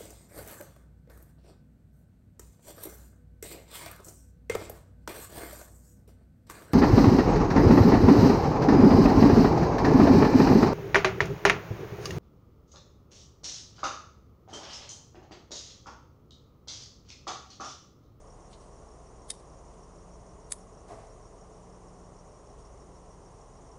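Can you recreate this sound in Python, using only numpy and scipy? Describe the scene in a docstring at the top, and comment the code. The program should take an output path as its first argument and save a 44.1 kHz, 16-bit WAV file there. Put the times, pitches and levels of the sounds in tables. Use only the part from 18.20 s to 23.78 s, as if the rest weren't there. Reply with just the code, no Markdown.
"""Flint lighter on a night porch

A hand-held lighter is struck twice: stick-slip friction of wheel on flint rings its hood and case.
A thumb shifts on the plastic, and a sleeve brushes past after the second strike.
Crickets stridulate over a distant town rumble, a machine hum and a thin, steady whine."""
import sys
import numpy as np
from scipy import signal
from scipy.fft import rfft, irfft
from scipy.io import wavfile

SR = 44100
rng = np.random.default_rng(int(sys.argv[2]) if len(sys.argv) > 2 else 0)


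def int16_out(signal):
    """Quantize to a 16-bit WAV file."""
    q = np.round(np.clip(np.atleast_2d(signal).T, -1, 1) * 32767)
    wavfile.write(sys.argv[1], SR, q.astype(np.int16))


N = 246078
TIME = np.arange(N) / SR


# strikes: snap_s, snap_db, snap_fade_s, wheel_db, lever_db, case_re_hood_db, grip_damping_ratio
STRIKES = [(1.1040, -27.5, 0.0028, -42, -39.5, -3.5, 1.3), (2.3210, -22.5, 0.002, -41, -41, -7.5, 2.4)]
# modes of the steel hood, plastic case and gas lever: pitch_hz, bandwidth_hz, gain_db
HOOD_MODES = [(6150, 380, -6.5), (7030, 190, -4), (7790, 300, -1), (8900, 480, 1), (9530, 400, 0.5),
              (10200, 470, 1), (10800, 400, -3.5)]
CASE_MODES = [(2030, 203, -3.5), (3000, 230, -4.5), (3640, 720, 2), (4200, 760, -5), (4480, 710, -3.5),
              (5460, 490, -0.5)]
LEVER_MODES = [(1140, 260, 0), (1700, 190, -0.5), (1900, 190, -2), (2790, 310, 2.5)]

def lighter(slips, knocks):
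    """Modal resonance: slips ring the hood and the grip-damped case; the lever knocks on its stop."""
    lever_delay_s = 0.00034
    out = np.zeros(N)
    for snap_s, snap_db, snap_fade_s, wheel_db, lever_db, case_db, damping in STRIKES:
        force = strike_force(snap_s, snap_db, snap_fade_s, wheel_db) * slips
        gripped_case = [(hz, width * damping, db) for hz, width, db in CASE_MODES]
        out += body(force, HOOD_MODES) + from_db(case_db) * body(force, gripped_case)
        lever_force = swell(snap_s + lever_delay_s, lever_db, rise_s=0.00025, fade_s=0.0017) * knocks
        out += body(lever_force, LEVER_MODES)
    return out


# the wheel bites, rasps and rattles: delay_from_snap_s, level_re_wheel_db, rise_s, fade_s
WHEEL_CONTACTS = [(-.009, -6.5, 0.0079, 0.0022), (-.0028, 5.5, 0.00095, 0.0039), (.009, 1.5, .0013, .0042)]

def strike_force(snap_s, snap_db, snap_fade_s, wheel_db):
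    """Stick and release: the force envelope of a wheel that drags on flint and lets go with a snap."""
    drag = sum(swell(snap_s + delay, wheel_db + db, rise, fade)
               for delay, db, rise, fade in WHEEL_CONTACTS)
    return drag + swell(snap_s, snap_db, rise_s=0.00065, fade_s=snap_fade_s)


# thumb contacts, and a faint rattle after the first strike (1.2 s): peak_s, level_db, rise_s, fade_s
SCUFFS = [(0.331, -52.5, 0.0033, 0.014)]
RUBS = [(.312, -64, .012, 0.027), (.425, -66, 0.043, 0.057), (1.14, -59, 0.011, 0.016),
        (1.2, -63.5, .008, .015), (1.54, -66, .005, .01), (4.39, -67, 0.0083, 0.024)]
# modes they excite: pitch_hz, bandwidth_hz, gain_db
SCUFF_MODES = [(2090, 450, -8), (3050, 200, -2), (3600, 400, -2), (4080, 190, 4), (4550, 300, -1),
               (6700, 900, -9)]
RUB_MODES = [(2960, 890, -1), (4670, 820, 1), (7840, 750, 3), (9400, 1000, 1)]

def thumb():
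    """Sliding friction: skin excites the plastic case in one brief scuff and some faint rubs; the case also
    rattles faintly after the first strike."""
    scuff_force = envelope(SCUFFS) * friction(per_s=6000, spread_db=1)
    rub_force = envelope(RUBS) * friction(per_s=7500, spread_db=1.5)
    return body(scuff_force, SCUFF_MODES) + body(rub_force, RUB_MODES)


# sleeve contacts: peak_s, level_db, rise_s, fade_s
BRUSHES = [(2.72, -41.5, 0.03, 0.043), (2.795, -51, 0.019, 0.12)]
HISS_SWELLS = [(2.685, -60, 0.006, 0.15)]
# resonances of the rub: pitch_hz, bandwidth_hz, gain_db
BRUSH_MODES = [(128, 38, 3.5), (427, 78, 3), (666, 88, 7), (1170, 220, -8.5), (1970, 260, -18)]
# cloth hiss: frequency_hz, relative_density_db
CLOTH_SPECTRUM = [(1500, 10.5), (2800, -7), (4200, -2), (8000, 0), (11000, -6.5)]

def sleeve():
    """Friction noise: sliding cloth gives a hollow, resonant rub and a thin broadband hiss."""
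    force = envelope(BRUSHES) * friction(per_s=8200, spread_db=0)
    hiss = envelope(HISS_SWELLS) * coloured_noise(CLOTH_SPECTRUM)
    return body(force, BRUSH_MODES) + hiss


# wall echoes: delay_s, gain_db
WALL_ECHOES = [(.0089, -19), (0.0124, -24)]

def porch(direct, tail_db, t60_s):
    """Reflection: two near walls add early echoes, and scattering adds a faint decaying tail."""
    t = TIME[:SR // 2]
    tail = rms_one(rng.standard_normal(len(t)) * from_db(-60 * t / t60_s))
    response = from_db(tail_db) * tail / np.sqrt(len(t))
    for delay_s, db in WALL_ECHOES:
        response[int(delay_s * SR)] += from_db(db)
    return direct + signal.fftconvolve(direct, response)[:N]


# pulses of one chirp, three falling wing strokes and then three fainter echo-like pulses:
# delay_s, pitch_hz, glide_hz_per_s, level_db, gaussian_width_s
CHIRP_PULSES = [(-.021, 5420, -40000, -72, .003), (0, 5560, -28000, -62.5, 0.0024),
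                (0.028, 5600, -28000, -61.5, 0.0044), (0.038, 5700, -15000, -69.5, .004),
                (0.048, 5600, 5000, -67.5, 0.0054), (0.086, 5660, 5000, -73.5, 0.0052)]

def near_cricket(scatter_hz, scatter_db, rasp):
    """Stridulation: a chirp is a train of short gliding pulses, roughened by the teeth of the file."""
    out = np.zeros(N)
    t = np.arange(-SR // 50, SR // 50) / SR
    chirps = chirp_times()
    for delay_s, hz, glide, db, width_s in CHIRP_PULSES:
        window = np.exp(-(t / width_s) ** 2 / 2)
        for chirp_s in chirps:
            detune, force, phase = rng.standard_normal(3)
            cycles = (hz + scatter_hz * detune) * t + glide * t * t / 2 + phase
            at = np.clip(np.round((chirp_s + delay_s + t) * SR).astype(int), 0, N - 1)
            out[at] += from_db(db + scatter_db * force) * window * np.sin(2 * np.pi * cycles)
    return out * (1 + rasp * drift(300))


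# pace of the near cricket: start_s, period_s
CHIRP_PACE = [(0, .1532), (2.15, .1649), (2.65, .1571), (3.75, .1524)]

def chirp_times(first_s=0.076):
    """Periodic repetition: the chirp period lengthens for a moment, then recovers."""
    times = [first_s]
    while times[-1] < TIME[-1]:
        period_s = [period for start_s, period in CHIRP_PACE if start_s <= times[-1]][-1]
        times.append(times[-1] + period_s)
    return times[:-1]


# groups of far crickets: pitch_hz, bandwidth_hz, level_db, chirp_rate_hz, throb_depth_db
CHORUS = [(5656, 360, -77.5, 9.6, 4.5), (6070, 330, -75.5, 8, 1), (6500, 740, -79.5, 16, 9),
          (6730, 240, -77, 8.6, 3), (7100, 400, -77.5, 9.8, 2.5), (9150, 860, -91, 27, 5)]

def far_crickets():
    """Incoherent summation: each distant group blurs into a narrow, throbbing band of noise."""
    out = np.zeros(N)
    for hz, width, db, rate_hz, depth_db in CHORUS:
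        band = resonate(rng.standard_normal(N), hz, width)
        song = rms_one(resonate(band, hz, width))
        cycles = np.cumsum(rate_hz * (1 + 0.05 * drift(1.63))) / SR
        throb = np.sin(2 * np.pi * (cycles + rng.random()))
        out += song * from_db(db + depth_db * throb)
    return out


# town rumble and night air: frequency_hz, relative_density_db
TOWN_SPECTRUM = [(22, -12.5), (45, -0.5), (70, 2.5), (120, 0), (250, -5.5), (330, -4.5), (410, 0.5),
                 (500, -4), (680, -3), (860, -8), (1060, -5.5), (1250, -13), (1480, -20.5), (1750, -27)]
AIR_SPECTRUM = [(1400, -1.5), (1750, 4.5), (1980, 7.5), (2350, 1.5), (2900, 2.5), (3500, -0.5), (4300, -2),
                (5200, 3.5), (7000, -6), (7800, 1), (9200, 2.5), (10200, -3.5), (11200, -7)]

def town_and_air(town_db, air_db):
    """Stationary noise: the distant town rumbles beneath a faint, high hiss."""
    rumble = from_db(town_db) * coloured_noise(TOWN_SPECTRUM)
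    return rumble + from_db(air_db) * coloured_noise(AIR_SPECTRUM)


# motor tones: pitch_hz, level_db, waver_hz
HUM_PARTIALS = [(35.9, -57.5, 0.76), (57.4, -58.5, 0.72), (119.1, -68, 1), (144.1, -69, 1),
                (439.8, -67.5, 0.74)]

def machine(flutter, drone_hz, drone_waver_hz):
    """Slow modulation: the tones of a far motor waver in pitch and level, and one of them swells."""
    out = np.zeros(N)
    for hz, db, waver_hz in HUM_PARTIALS + [(drone_hz, drone_db(), drone_waver_hz)]:
        amplitude = np.sqrt(2) * from_db(db) * (1 + flutter * drift(2.5))
        cycles = np.cumsum(hz + waver_hz * drift(2.34)) / SR
        out += amplitude * np.sin(2 * np.pi * cycles)
    return out


# swells of that motor tone: start_s, end_s, level_db
DRONE_SWELLS = [(1.62, 2.3, -60.5), (3.304, 3.85, -60.5), (4.792, 5.0, -64)]

def drone_db(rest_db=-71.5, rise_s=0.12, fade_s=0.3):
    """Power addition: swells rise, hold and recede on top of the tone's resting level."""
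    gain = np.zeros(N)
    for start_s, end_s, db in DRONE_SWELLS:
        decay = np.maximum((start_s - TIME) / rise_s, (TIME - end_s) / fade_s)
        gain += from_db(db) * np.exp(-np.maximum(0, decay))
    return 20 * np.log10(np.hypot(from_db(rest_db), gain))


# whine: pitch_hz, level_db
WHINE_TONES = [(8619, -79.5), (8689, -84)]

def whine():
    """Beating: two close, steady tones merge into one thin whine."""
    tones = [from_db(db) * np.sin(2 * np.pi * (hz * TIME + rng.random())) for hz, db in WHINE_TONES]
    return np.sqrt(2) * sum(tones)


def friction(per_s, spread_db):
    """Stick-slip friction: dense random impulses of uneven size; rms 1."""
    slips = (rng.random(N) < per_s / SR) * rng.choice([-1, 1], N)
    return rms_one(slips * from_db(spread_db * rng.standard_normal(N)))


def swell(peak_s, db, rise_s, fade_s):
    """Exponential growth and decay of the force in one contact."""
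    decay = np.maximum((peak_s - TIME) / rise_s, (TIME - peak_s) / fade_s)
    return from_db(db) * np.exp(-np.minimum(decay, 40))


def envelope(contacts):
    """Superposition: the forces of several contacts add."""
    return sum(swell(*contact) for contact in contacts)


def resonate(x, hz, width_hz):
    """Damped resonator with unit gain at its peak."""
    r = np.exp(-np.pi * width_hz / SR)
    feedback = [1, -2 * r * np.cos(2 * np.pi * hz / SR), r * r]
    return signal.lfilter(np.array([1, 0, -1]) * (1 - r * r) / 2, feedback, x + 1e-18)


def body(force, modes):
    """Modal superposition: resonances of alternating sign, roughly keeping the power of white noise."""
    power = sum(from_db(db) ** 2 * np.pi * width / SR for hz, width, db in modes)
    ringing = sum((-1) ** k * from_db(db) * resonate(force, hz, width)
                  for k, (hz, width, db) in enumerate(modes))
    return ringing / np.sqrt(power)


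def coloured_noise(spectrum):
    """Spectral shaping: noise follows the given curve and falls steeply beyond its ends; rms 1."""
    hz, db = np.transpose(spectrum)
    f = np.maximum(np.fft.rfftfreq(N, 1 / SR), 1)
    skirts = np.minimum(1, np.minimum(f / hz[0], hz[-1] / f)) ** 4
    shape = from_db(np.interp(np.log(f), np.log(hz), db))
    return rms_one(irfft(rfft(rng.standard_normal(N)) * skirts * shape, N))


def drift(rate_hz):
    """Random fluctuation: noise low-passed at the given rate; rms 1."""
    hop, settle = 40, 2000
    r = np.exp(-2 * np.pi * rate_hz * hop / SR)
    noise = rng.standard_normal(N // hop + settle + 2)
    slow = signal.lfilter([1], [1, -2 * r, r * r], noise)[settle:]
    return np.interp(np.arange(N) / hop, np.arange(len(slow)), rms_one(slow))


def from_db(db):
    """Decibels to amplitude ratio."""
    return 10 ** (np.asarray(db) / 20)


def rms_one(x):
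    """Normalisation to unit rms."""
    return x / np.sqrt(np.mean(x ** 2) + 1e-20)


def scene():
    """Superposition: hands and their echoes close by, insects and town behind."""
    strikes = lighter(slips=friction(per_s=16000, spread_db=4.5),
                      knocks=friction(per_s=16500, spread_db=3.0))
    hands = strikes + thumb() + sleeve()
    crickets = near_cricket(scatter_hz=25, scatter_db=0.7, rasp=0.42) + far_crickets()
    night = town_and_air(town_db=-52.5, air_db=-70)
    hum = machine(flutter=0.16, drone_hz=180.2, drone_waver_hz=0.4)
    return (porch(hands, tail_db=-22.0, t60_s=0.39) + crickets + night + hum + whine())[None]


def record(dry):
    """Band limiting: a steep elliptic low-pass removes the highest treble."""
    cutoff_hz = 11200
    return signal.sosfilt(signal.ellip(12, .2, 70, cutoff_hz, fs=SR, output="sos"), dry)


dry = scene()
out = record(dry)
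int16_out(out)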